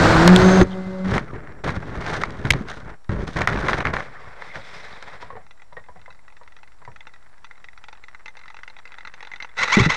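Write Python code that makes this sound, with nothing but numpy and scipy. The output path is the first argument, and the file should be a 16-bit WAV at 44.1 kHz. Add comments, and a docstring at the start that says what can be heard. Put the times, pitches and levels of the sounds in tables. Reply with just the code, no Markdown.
"""Among conifers, a small electric model plane crashes, heard from a camera on its own airframe.
The propeller drones in rushing air, windmills when the power is cut, and stops. Branches strike the
tumbling plane and ring its foam wing; needles scrape over it and bark squeaks against it by friction.
It settles in a bush, where a servo jitters in step with the radio frames and its gears creak,
until the servos whirr and shake the airframe."""
import sys
import numpy as np
from scipy import signal
from scipy.fft import rfft, irfft, next_fast_len
from scipy.io import wavfile
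from scipy.ndimage import uniform_filter1d

SR = 44100
rng = np.random.default_rng(int(sys.argv[2]) if len(sys.argv) > 2 else 0)


def inscribe(sig):
    """Save sig as 16-bit PCM at rate SR to the path in sys.argv[1].

    A 1-D sig is mono; a 2-D sig holds one channel per row.
    Samples are clipped to [-1, 1] before scaling.
    """
    pcm = np.round(np.clip(np.atleast_2d(sig).T, -1, 1) * 32767)
    wavfile.write(sys.argv[1], SR, pcm.astype(np.int16))


N = 439236
TIME = np.arange(N) / SR
AGE = TIME[:8192]   # time since the onset of a short event [s]
GLIDE_END_S = 1.03   # the first branches take the plane's speed


def from_db(db):
    """Amplitude ratio of a level in decibels."""
    return 10 ** (np.asarray(db) / 20)


def unit_rms(x):
    """Normalisation to unit mean power."""
    return x / np.sqrt(np.mean(x ** 2) + 1e-20)


def unit_crest(x):
    """Normalisation to unit power over the loudest two milliseconds."""
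    return x / np.sqrt(uniform_filter1d(x ** 2, size=88).max())


def in_time(rows):
    """Linear interpolation of each column of a curve at every sample."""
    times, *columns = np.transpose(rows)
    return [np.interp(TIME, times, column) for column in columns]


def during(rows, fade_s=0.028):
    """Trapezoidal gate: one while a curve lasts, fading to zero outside it."""
    start, end = rows[0][0], rows[-1][0]
    return np.interp(TIME, [start - fade_s, start, end, end + fade_s], [0, 1, 1, 0])


def ramp(start, length):
    """Linear rise from zero at start to one, length seconds later."""
    return np.clip((TIME - start) / length, 0, 1)


def drift(rate_hz):
    """Random modulation: low-pass noise of unit rms."""
    step = 40   # samples between computed points
    pole = np.exp(-2 * np.pi * rate_hz * step / SR)
    noise = rng.standard_normal(N // step + 2002)
    slow = signal.lfilter([1], [1, -2 * pole, pole * pole], noise)[2000:]
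    return np.interp(np.arange(N) / step, np.arange(len(slow)), unit_rms(slow))


def colour(x, spectrum):
    """Minimum-phase filter with the outline (frequency [Hz], level [dB])."""
    n = 2 * next_fast_len(len(x) // 2 + 1024)
    hz, db = np.transpose(spectrum)
    grid_hz = np.maximum(np.arange(n // 2 + 1) * SR / n, 1)
    gain = from_db(np.interp(np.log(grid_hz), np.log(hz), db))
    cepstrum = irfft(np.log(gain))
    cepstrum[1:n // 2] *= 2   # folding the cepstrum makes the filter causal
    cepstrum[n // 2 + 1:] = 0
    return irfft(rfft(x, n) * np.exp(rfft(cepstrum)))[:len(x)]


def resonate(x, hz, width_hz):
    """Damped resonator with unit gain at its peak."""
    r = np.exp(-np.pi * width_hz / SR)
    feedback = [1, -2 * r * np.cos(2 * np.pi * hz / SR), r * r]
    return signal.lfilter(np.array([1, 0, -1]) * (1 - r * r) / 2, feedback, x + 1e-18)


def grains(per_s, spread_db, smooth):
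    """Shot noise: random clicks of uneven size over a share of smooth noise."""
    sizes = from_db(spread_db * np.minimum(rng.exponential(1, N), 4)) * rng.choice([-1, 1], N)
    clicks = sizes * (rng.random(N) < per_s / SR)
    return unit_rms(clicks) + smooth * rng.standard_normal(N)


def burst(decay_s, tail_db, tail_s):
    """Contact noise: the sum of a strong and a weak exponential decay."""
    envelope = np.exp(-AGE / decay_s) + from_db(tail_db) * np.exp(-AGE / tail_s)
    return rng.standard_normal(len(AGE)) * envelope


def add(out, start, wave):
    """Superposition of a wave from its start time on."""
    i = max(0, round(start * SR))
    out[i:i + len(wave)] += wave[:max(0, N - i)]


# still woods and camera hiss: (frequency [Hz], relative level [dB])
FLOOR_SPECTRUM = [(50, 5), (110, -4.5), (300, -14), (500, -12), (900, -8), (2000, -17), (2900, -26.5),
                  (4000, -23.5), (6500, -27.5), (9500, -27.5), (12500, -36), (15500, -43)]
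# the camera's whistle: (frequency [Hz], level [dB])
WHISTLE_TONES = [(5600, -80), (7400, -79), (9600, -85)]


def background(floor_db=-57.5):
    """Noise floor: broadband woods and hiss, with narrow noise bands heard as an unsteady whistle."""
    whistle = sum(from_db(db) * unit_rms(resonate(rng.standard_normal(N), hz, width_hz=20))
                  for hz, db in WHISTLE_TONES)
    return from_db(floor_db) * unit_rms(colour(rng.standard_normal(N), FLOOR_SPECTRUM)) + whistle


def coasting():
    """Loss of drive: zero under power, one once the motor is cut."""
    return ramp(0.6225, 0.019)


# propeller speed: (time [s], blade-passing frequency [Hz])
BLADE_PASSING = [(0.0, 163.3), (0.202, 162.2), (0.304, 181.6), (0.494, 187.1), (0.584, 188), (0.608, 183),
                 (0.65, 187.3), (1.052, 187.2), (1.136, 192), (1.158, 192), (1.188, 184.6), (1.2, 181)]
# propeller tone: (harmonic number, relative level [dB])
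BLADE_HARMONICS = [(1, 1.5), (2, -7.5), (3, -11), (4, -23.5), (5, -22.5), (6, -26.5), (8, -28.5),
                   (11, -25.5)]


def propeller(full_speed_hz=187.8, db_per_hz=0.3, flutter_db=4.0, whine_hz=6340, whine_db=-37.5):
    """Periodic blade loading radiates harmonics, weak when windmilling; the motor whines at speed."""
    hz, = in_time(BLADE_PASSING)
    phase = 2 * np.pi * np.cumsum(hz * (1 + 0.0028 * drift(36))) / SR
    speed_db = db_per_hz * (np.minimum(hz, full_speed_hz) - full_speed_hz)
    idle = coasting()
    blades = np.zeros(N)
    for order, db in BLADE_HARMONICS:
        drive_db = -11.0 - 20.5 * idle if order < 3 else -14.5 - 14.5 * idle
        gain = from_db(drive_db + speed_db + db + flutter_db * drift(7.1))
        blades += gain * np.sin(order * phase + rng.uniform(0, 2 * np.pi))
    turning = 1 - ramp(GLIDE_END_S, 0.17)   # branches stop the blades
    band = resonate(rng.standard_normal(N), whine_hz, width_hz=200)
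    band = unit_rms(resonate(band, whine_hz, width_hz=200))
    whine = from_db(whine_db) * ramp(0.37, 0.08) * (1 - idle) * band
    return np.sqrt(2) * blades * turning + whine


# rushing air: (frequency [Hz], relative level [dB])
RUSH_SPECTRUM = [(200, -0.5), (700, -2.5), (1000, -5), (1500, -3), (2100, -12.5), (2900, -20.5),
                 (4000, -18), (5500, -25), (7000, -29), (9200, -36.5), (11000, -58), (13000, -39),
                 (15500, -65)]


def airflow(buffet_db=-29.5, rush_db=-12.0, ease_db_per_s=10.0, lump_db=7.0, gust_db=1.0):
    """Turbulence buffets the microphone port under an easing rush; both drop with the power."""
    idle = coasting()
    buffet_spectrum = [(10, 4), (30, -5.5), (120, 7.5), (300, -12.5), (600, -13.0), (1500, -48)]
    low = unit_rms(colour(rng.standard_normal(N), buffet_spectrum))
    high = unit_rms(colour(rng.standard_normal(N) * from_db(gust_db * drift(110)), RUSH_SPECTRUM))
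    buffet = low * from_db(buffet_db - 26.0 * idle + lump_db * drift(13))
    rush = high * from_db(rush_db - 20.5 * idle - ease_db_per_s * TIME)
    return (buffet + rush) * (1 - ramp(GLIDE_END_S, 0.053))


# sharp blows of twigs and branches: (time [s], crunch level [dB], snap level [dB])
BLOWS = [(0.277, 4.5, 7.5), (0.362, -27, 7.5), (0.614, -1, -29), (1.18, -8.5, -21), (1.641, -20, -47),
         (1.692, -14.5, -50), (2.236, -7, -21.5), (2.306, -31, -28.5), (2.453, -16, -20.5),
         (2.522, -28, -14), (2.536, -12.5, -19), (2.686, -27.5, -27), (2.715, -25.5, -28.5),
         (3.045, -47, -43), (3.093, -24, -35), (3.37, -15, -40), (3.418, -10, -15.5), (3.474, -3.5, -12),
         (3.531, -14.5, -42), (3.574, -15.5, -44),  (3.684, -8.5, -38), (3.732, -5.5, -33),
         (3.805, -12.5, -40), (3.853, -6, -40), (3.936, -15, -46), (3.87, -9.5, -32), (3.967, -9.5, -43),
         (4.422, -21, -40), (4.556, -22, -33), (5.026, -28, -29), (5.224, -38, -41)]
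# crunch of the airframe: (frequency [Hz], relative level [dB])
CRUNCH_SPECTRUM = [(100, -21), (300, -9.5), (600, -5), (1100, 2), (1900, 4), (2200, -2.5), (2900, -15.5),
                   (4000, -16.5), (7000, -34.5), (15000, -54)]
# bright snaps and brushing needles: (frequency [Hz], relative level [dB])
NEEDLE_SPECTRUM = [(2000, -14), (3000, -5), (3700, -2.5), (4600, -8.5), (6300, -11.5), (7600, -21),
                   (9200, -20), (10500, -43), (11700, -42), (13000, -28), (15500, -45)]


def branch_blows(crunch_gain_db=-2.0, snap_gain_db=-7.0, trunk_s=2.5045, trunk_db=-2.0):
    """Impact: brief contact excites a wide band, a snap and a crunch; one hard hit is on a trunk."""
    out = np.zeros(N)
    for start, crunch_db, snap_db in BLOWS:
        crunch = unit_crest(colour(burst(0.0015, -17, 0.016), CRUNCH_SPECTRUM))
        snap = unit_crest(colour(burst(0.0007, -30.5, 0.005), NEEDLE_SPECTRUM))
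        add(out, start, from_db(crunch_db + crunch_gain_db) * crunch)
        add(out, start, from_db(snap_db + snap_gain_db) * snap)
    contact = rng.standard_normal(len(AGE)) * np.exp(-np.maximum(AGE - 0.004, 0) / 0.002)
    bark = unit_crest(resonate(contact, hz=2050, width_hz=900))
    bark += 0.02 * unit_crest(colour(contact, NEEDLE_SPECTRUM))
    add(out, trunk_s, from_db(trunk_db) * bark)
    return out


# modes of the foam wing and its spar: (frequency [Hz], bandwidth [Hz], relative level [dB])
WING_MODES = [(427, 30, -6), (587, 32, -3), (990, 54, -1.5), (1480, 110, -5.5), (1735, 27, -2.5),
              (2150, 100, 0), (3310, 180, -7.5), (5700, 83, -4)]


def airframe(contact, ring=0.22):
    """Modal response: contact noise passes through the plane and also rings its wing."""
    modes = sum(from_db(db) * resonate(contact, hz, width) for hz, width, db in WING_MODES)
    return 0.74 * (contact + ring * modes)


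# low thumps of the wing, and short hums of the propeller winding down:
# (time [s], level [dB], frequency [Hz])
THUMPS_AND_HUMS = [(0.613, -0.5, 354), (1.16, -21, 195), (1.21, -25.5, 228), (1.771, -15, 95),
                   (2.449, -17, 143), (2.508, -11, 90), (2.547, -15, 140), (2.609, -21, 214),
                   (3.094, -11, 105), (3.138, -16, 98), (4.272, -36, 119), (9.77, -2, 209),
                   (9.785, -16, 387), (9.802, -4.5, 114), (9.818, -9.5, 123), (9.862, -8, 157)]
# bending of the wing: (frequency [Hz], relative level [dB])
FLEX_SPECTRUM = [(18, -22.5), (30, 2.5), (81, -2.5), (140, 1), (202, -5), (237, -7.5), (407, -8.5),
                 (600, -17.5), (780, -49), (1320, -120)]


def thumps_and_hums(gain_db=-2.0, rise_s=0.0013, decay_s=0.0073, rattle=0.44):
    """Damped oscillation: low thumps of the wing, and short hums of the propeller winding down."""
    out = np.zeros(N)
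    envelope = np.exp(-AGE / decay_s) * (1 - np.exp(-AGE / rise_s))
    for start, db, hz in THUMPS_AND_HUMS:
        tone = unit_crest(-np.sin(2 * np.pi * hz * AGE) * envelope)
        shake = unit_crest(colour(burst(0.022, -26.0, 0.016), FLEX_SPECTRUM))
        add(out, start, from_db(db + gain_db) * unit_crest(tone + rattle * shake))
    return out


# foam on bark: (start [s], end [s], first frequency [Hz], last frequency [Hz], level [dB])
BARK_RUBS = [(0.693, 0.75, 3380, 3100, -45), (1.24, 1.374, 1760, 730, -43), (2.717, 2.933, 1500, 1350, -50),
             (4.125, 4.182, 1790, 1700, -44), (4.109, 4.353, 1210, 1080, -48.5),
             (4.414, 4.6, 1900, 2300, -44.5), (4.3, 5.3, 3480, 4000, -57), (4.686, 4.842, 5200, 5600, -55)]


def squeaks(gain_db=0.5):
    """Stick-slip oscillation gives a rough, wandering tone that swells and fades."""
    out = np.zeros(N)
    grip = 0.8 + drift(90)
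    unsteady = 1 + 0.07 * drift(200)
    for start, end, first_hz, last_hz, db in BARK_RUBS:
        span = slice(int(start * SR), int(end * SR))
        progress = np.clip((TIME[span] - start) / (end - start), 0, 1)
        hz = (first_hz + (last_hz - first_hz) * progress) * unsteady[span]
        phase = 2 * np.pi * np.cumsum(hz) / SR
        out[span] += from_db(db + gain_db) * grip[span] * np.sin(phase) * np.sin(np.pi * progress)
    return out


# boughs dragging over the plane:
# (start [s], duration [s], flex level [dB], scrape level [dB], hiss level [dB], swell [dB])
BOUGH_DRAGS = [(1.038, 0.13, -21.5, -23, -34.5, 16), (1.212, 0.096, -35, -35.5, -51.5, -3),
               (1.327, 0.28, -34.5, -39.5, -62, -6), (1.635, 0.14, -24.5, -25, -39, -8),
               (1.798, .19, -27.5, -32.5, -47, 6.5), (1.996, 0.15, -30, -24.5, -36.5, 10.5),
               (2.153, 0.081, -25.5, -27.5, -38, -1), (2.247, 0.2, -31.5, -34.5, -49.5, -5.5),
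               (2.445, 0.22, -30, -33.5, -47.5, -10.5), (2.671, 0.068, -37, -33, -40.5, 5),
               (2.764, 0.092, -39.5, -39.5, -53, -1), (2.857, 0.068, -37.5, -33.5, -55, -0.5),
               (3.091, 0.15, -22.5, -30.5, -45.5, 0), (3.267, 0.12, -34.5, -37.5, -42.5, -9),
               (3.355, 0.081, -20.5, -19.5, -35.5, 1.5), (3.471, 0.2, -22, -22.5, -37, -2),
               (3.684, 0.061, -20.5, -22, -34.5, 0.5), (3.771, 0.035, -24, -20, -36, 0.5),
               (3.843, 0.066, -21.5, -22.5, -42, -6.5), (3.93, 0.1, -30, -23.5, -37, -12.5),
               (4.04, 0.094, -46, -45, -66, -6)]


def bough_contact(grip_s=0.008, let_go_s=0.017):
    """Contact envelopes of flex, scrape and hiss: a bough grips, swells or slackens, and lets go."""
    out = np.zeros((3, N))
    for start, length, flex_db, scrape_db, hiss_db, swell_db in BOUGH_DRAGS:
        hold = from_db(swell_db * (ramp(start, length) - 0.5))
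        release = np.exp(-np.clip(TIME - start - length, 0, 1) / let_go_s)
        out += from_db([[flex_db], [scrape_db], [hiss_db]]) * (ramp(start, grip_s) * hold * release)
    return out


# twigs scraping the foam: (frequency [Hz], relative level [dB])
SCRAPE_SPECTRUM = [(120, -12), (300, -4), (600, 5), (1000, 2.5), (1400, 3.5), (1750, 2.5), (2130, -2.5),
                   (2600, -12), (3200, -21), (5000, -41.5), (12000, -63.5)]


def foliage(flex_db=-1.5, scrape_db=-4.0, needle_db=-5.0, twig_db=-14.0, catch_db=3.0, sway_db=2.0):
    """Friction as many tiny impacts: twigs catch and slip, bending the wing, as needles brush it."""
    flex, scrape, hiss = bough_contact()
    catching = from_db(catch_db * (drift(45) - 0.3))
    bending = from_db(flex_db + sway_db * drift(20)) * flex
    wing = unit_rms(colour(grains(900, 2.5, 0.33), FLEX_SPECTRUM))
    skin = unit_rms(colour(grains(2200, 3.6, 0.7) * catching, SCRAPE_SPECTRUM))
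    needles = unit_rms(colour(grains(2600, 6.9, 0.81) * catching, NEEDLE_SPECTRUM))
    strikes = np.abs(grains(per_s=22, spread_db=3.1, smooth=0)) + 1e-18
    flicks = signal.lfilter([1], [1, -np.exp(-1 / (0.0025 * SR))], strikes)   # 2.5 ms decay
    twigs = unit_rms(colour(flicks * rng.standard_normal(N), CRUNCH_SPECTRUM))
    scraping = from_db(scrape_db) * skin + from_db(twig_db) * twigs
    return bending * wing + scrape * scraping + from_db(needle_db) * hiss * needles


# the last slow slide through needles: (time [s], swish level [dB], treble level [dB])
SLIDE_LEVELS = [(4.04, -45, -50), (4.082, -43.5, -56.5), (4.398, -43.5, -58), (4.418, -39.5, -48.5),
                (4.534, -45, -50.5), (4.562, -30, -44), (4.57, -40.5, -46), (4.686, -47, -47),
                (4.702, -42.5, -44.5), (5.162, -41.5, -53), (5.194, -53, -70), (5.216, -42.5, -45),
                (5.376, -53, -81), (5.44, -55.5, -72)]
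# swish of that slide: (frequency [Hz], relative level [dB])
SWISH_SPECTRUM = [(200, -36), (450, 1), (800, 1.5), (1400, 0.5), (2050, -1), (2900, -20.5), (3600, -17),
                  (4400, -22.5), (5300, -22.5), (6500, -31.5), (9000, -36.5), (10500, -51), (13000, -46),
                  (15500, -51)]


def sliding(flex_db=-8.5, split_hz=2900, jerk_db=1.96):
    """Sliding friction: the bush brakes the wing in small jerks; the swish dulls as it comes to rest."""
    swish_db, treble_db = in_time(SLIDE_LEVELS)
    jerks = from_db(jerk_db * drift(24))
    rub = colour(grains(2500, 1.8, 1.0) * jerks, SWISH_SPECTRUM)
    low, high = (unit_rms(signal.sosfilt(signal.butter(4, split_hz, kind, fs=SR, output="sos"), rub))
                 for kind in ("low", "high"))
    wing = unit_rms(colour(grains(900, 5.9, 0.15) * jerks, FLEX_SPECTRUM))
    swish = from_db(swish_db) * (low + from_db(flex_db) * wing)
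    return during(SLIDE_LEVELS) * (swish + from_db(treble_db) * high)


# the plane settles on branches: (time [s], tap level [dB], ring frequency [Hz], shudder level [dB])
TAPS = [(4.57, -38, 547, -41.5), (5.226, -36, 985, -48), (5.303, -33, 1090, -52), (5.33, -42, 497, -56),
        (5.354, -38, 448, -46.5), (5.366, -38, 750, -53), (5.725, -43.5, 975, -55),
        (5.768, -35.5, 1875, -51), (5.886, -42, 985, -53), (5.958, -45.5, 746, -51), (6.08, -41, 1007, -61),
        (6.413, -42.5, 958, -69), (6.818, -47, 980, -62), (6.877, -36, 960, -42)]
# a hollow tap: (frequency [Hz], relative level [dB])
TAP_SPECTRUM = [(100, -32), (300, -16.5), (480, 9.5), (750, 4.5), (1050, 6.5), (1450, -2), (1900, 3),
                (2600, -20), (4000, -21), (9000, -59)]


def settling(tap_gain_db=3.0, ring=0.82, ring_s=0.015, shudder_gain_db=4.0, shudder_s=0.044):
    """Impulse response: each tap rings one resonance of branch or wing and leaves a low shudder."""
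    out = np.zeros(N)
    shudder_spectrum = [(30, -37), (70, -11), (160, -13.0), (280, -28), (700, -29.0), (3000, -76)]
    for start, tap_db, hz, shudder_db in TAPS:
        tap = unit_crest(colour(burst(0.005, -6, 0.024), TAP_SPECTRUM))
        note = unit_crest(np.sin(2 * np.pi * hz * AGE) * np.exp(-AGE / ring_s))
        shudder = colour(rng.standard_normal(len(AGE)) * np.exp(-AGE / shudder_s), shudder_spectrum)
        add(out, start, from_db(tap_db + tap_gain_db) * unit_crest(tap + ring * note))
        add(out, start, from_db(shudder_db + shudder_gain_db) * unit_crest(shudder))
    return out


JITTER_START_S, JITTER_END_S = 5.4425, 9.55
FRAME_S = 0.022   # period of the radio frames


def gear_chatter(final_db=-52.0, rise_db_per_s=5.0):
    """Creaking under load: the gears give tiny irregular clicks that grow louder."""
    gate = during([(JITTER_START_S,), (JITTER_END_S,)])
    envelope = from_db(final_db + rise_db_per_s * (TIME - JITTER_END_S)) * gate
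    clicks = grains(260, 4.0, 0.1) * from_db(3 * drift(25))
    return envelope * unit_rms(colour(clicks, CRUNCH_SPECTRUM))


# modes of the servo in its mount: (frequency [Hz], bandwidth [Hz], relative level [dB])
CASE_MODES = [(486, 29, -17), (860, 76, -4.5), (1383, 192, -3), (2023, 89, 2), (2620, 190, -11),
              (3507, 126, -8.5), (3955, 180, -10.5), (4760, 87, -15.5), (5500, 52, -26), (5990, 39, -15.5),
              (6920, 180, -107)]


def servo_body(teeth, variation=1, direct=0.045):
    """Structural resonance: gear noise rings case and mount, varying a little with gear position."""
    offsets_db = variation * rng.uniform(-4, 4, len(CASE_MODES))
    detune = 1 + variation * rng.uniform(-0.04, 0.04)
    modes = sum((-1) ** k * from_db(db + offsets_db[k]) * resonate(teeth, hz * detune, width)
                for k, (hz, width, db) in enumerate(CASE_MODES))
    outline = [(200, 2.5), (700, 1.0), (1400, -2), (2200, 1.5), (4000, -4.5), (6400, -2.0),
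               (7200, -14.5), (12000, -34)]
    return colour(modes + direct * teeth, outline)


# the hardest servo twitches: (time [s], level [dB])
HARD_TWITCHES = [(5.508, -36.5), (6.0585, -35), (6.103, -36), (6.2794, -37.5), (6.3664, -38.5),
                 (6.4754, -35.5), (6.63, -36), (6.8496, -36), (6.9597, -33.5), (7.005, -33.5),
                 (7.0688, -30.5), (7.444, -31.5), (7.5097, -30.5), (7.6417, -32), (7.6846, -30.5),
                 (7.7752, -33.5), (7.8388, -33), (7.883, -31.5), (7.927, -33), (8.037, -32.5),
                 (8.0825, -31.5), (8.1461, -29.5), (8.2577, -27.5), (8.2793, -28), (8.3679, -34.5),
                 (8.543, -32.5), (8.632, -27), (8.6768, -27.5), (8.765, -33.5), (8.853, -31.5),
                 (8.983, -29), (9.0493, -27), (9.0721, -26.5), (9.1381, -31), (9.205, -29.5),
                 (9.3147, -26.5), (9.3351, -23), (9.401, -23), (9.423, -24), (9.4454, -26)]
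# lesser twitches of the restless servo: (time [s], probability per radio frame, level [dB])
LESSER_TWITCHES = [(5.44, .3, -44), (7.3, .5, -41.5), (8.3, .35, -46), (8.5, .95, -33), (8.8, .6, -36),
                   (9.45, .9, -30), (9.54, .3, -44)]


def servo_jitter(gain_db=-4.5, kick_s=0.0017, coast_db=-8.5, coast_s=0.0065, idle_db=-19.5):
    """Backlash: a radio frame kicks the motor, and the gears take up their slack, then coast."""
    out = np.zeros(N)
    age = AGE[:2048]
    kick = (age / kick_s) * np.exp(-(age / kick_s) ** 2)
    coast = from_db(coast_db) * np.exp(-age / coast_s) * (1 - np.exp(-age / kick_s))
    frames = np.arange(JITTER_START_S, JITTER_END_S, FRAME_S)
    chance, lesser_db = (curve[(frames * SR).astype(int)] for curve in in_time(LESSER_TWITCHES))
    frames_to_hard = np.round((np.array(HARD_TWITCHES)[:, 0] - frames[:, None]) / FRAME_S)
    free = (frames_to_hard != 0).all(axis=1)
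    resting = (frames_to_hard == 1).any(axis=1)   # the frame before a hard twitch
    idle = resting | (rng.random(len(frames)) > chance)   # these frames barely stir the motor
    frame_db = lesser_db + idle_db * idle + 2.5 * rng.standard_normal(len(frames))
    for start, db in [*HARD_TWITCHES, *zip(frames[free], frame_db[free])]:
        teeth = rng.standard_normal(len(age)) * (kick + coast)
        add(out, start, from_db(db + gain_db) * unit_crest(servo_body(teeth)))
    return out


# effort of the running servos: (time [s], level [dB])
SERVO_EFFORT = [(9.55, -63), (9.582, -23.5), (9.644, -19.5), (9.658, -27.5), (9.74, -19.5), (9.87, -20),
                (9.882, -37), (9.902, -18), (9.96, -27)]
# rasp of the gears: (frequency [Hz], relative level [dB])
RASP_SPECTRUM = [(250, -23), (500, -3.5), (1000, -10.5), (1450, -17), (1700, -2.5), (2080, 11),
                 (2900, -37.5), (3500, -26), (5000, -19), (6400, -20), (7200, -26), (8500, -30),
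                 (10500, -50), (15500, -53)]
# servo strokes: (start [s], end [s], first frequency [Hz], last frequency [Hz], level [dB])
SERVO_STROKES = [(9.621, 9.643, 845, 1153, -19.5), (9.716, 9.758, 845, 1196, -14),
                 (9.785, 9.811, 902, 1164, -17), (9.89, 9.915, 925, 1112, -20),
                 (9.934, 9.953, 934, 1067, -26)]
# tone of the meshing teeth: (harmonic number, relative level [dB])
MESH_HARMONICS = [(1, -3), (2, 2.5), (3, -8), (4, -12), (5, -14.5), (6, -13.5), (7, -27)]


def servo_run(rasp_gain_db=-0.5, pulse_db=2.5):
    """Gear meshing: teeth rasp in step with the radio frames; each stroke's pitch rises with speed."""
    pulsing = from_db(pulse_db * np.cos(2 * np.pi * (TIME - 9.594) / FRAME_S))
    teeth = grains(4000, 3.6, 0.21) * pulsing
    case = unit_rms(servo_body(teeth, variation=0))
    rasp = unit_rms(unit_rms(colour(teeth, RASP_SPECTRUM)) + 2.15 * case)
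    effort_db, = in_time(SERVO_EFFORT)
    out = from_db(effort_db + rasp_gain_db) * during(SERVO_EFFORT) * rasp
    unsteady = 1 + 0.04 * drift(500)[:len(AGE)]
    load = unit_rms(from_db(3 * drift(200)))[:len(AGE)]
    for start, end, first_hz, last_hz, db in SERVO_STROKES:
        progress = np.clip(AGE / (end - start), 0, 1)
        hz = (last_hz + (first_hz - last_hz) * (1 - progress) ** 2) * unsteady
        phase = 2 * np.pi * np.cumsum(hz) / SR
        mesh = sum(from_db(order_db) * np.sin(order * phase + rng.uniform(0, 2 * np.pi))
                   for order, order_db in MESH_HARMONICS)
        envelope = np.sqrt(np.abs(np.sin(np.pi * progress)))
        add(out, start, from_db(db) * unit_rms(mesh) * load * envelope)
    return out


def scene():
    """Superposition: every source reaches the microphone directly or through the airframe."""
    flight = propeller() + airflow()
    crash = airframe(foliage() + sliding() + branch_blows()) + squeaks() + thumps_and_hums() + settling()
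    servos = servo_jitter() + gear_chatter() + servo_run()
    return (flight + crash + servos + background())[None]


def record(dry, treble_hz=10500, stopband_hz=16500, dc_offset=-0.014):
    """Asymmetric saturation: the microphone overloads sooner upward; low-pass filters cut the top."""
    limit = np.where(dry > 0, 0.55, 1.05)
    squashed = dry / (1 + (dry / limit) ** 4) ** 0.25
    dulled = signal.sosfilt(signal.butter(2, treble_hz, fs=SR, output="sos"), squashed)
    return signal.sosfilt(signal.cheby2(12, 60, stopband_hz, fs=SR, output="sos"), dulled) + dc_offset


dry = scene()
out = record(dry)
inscribe(out)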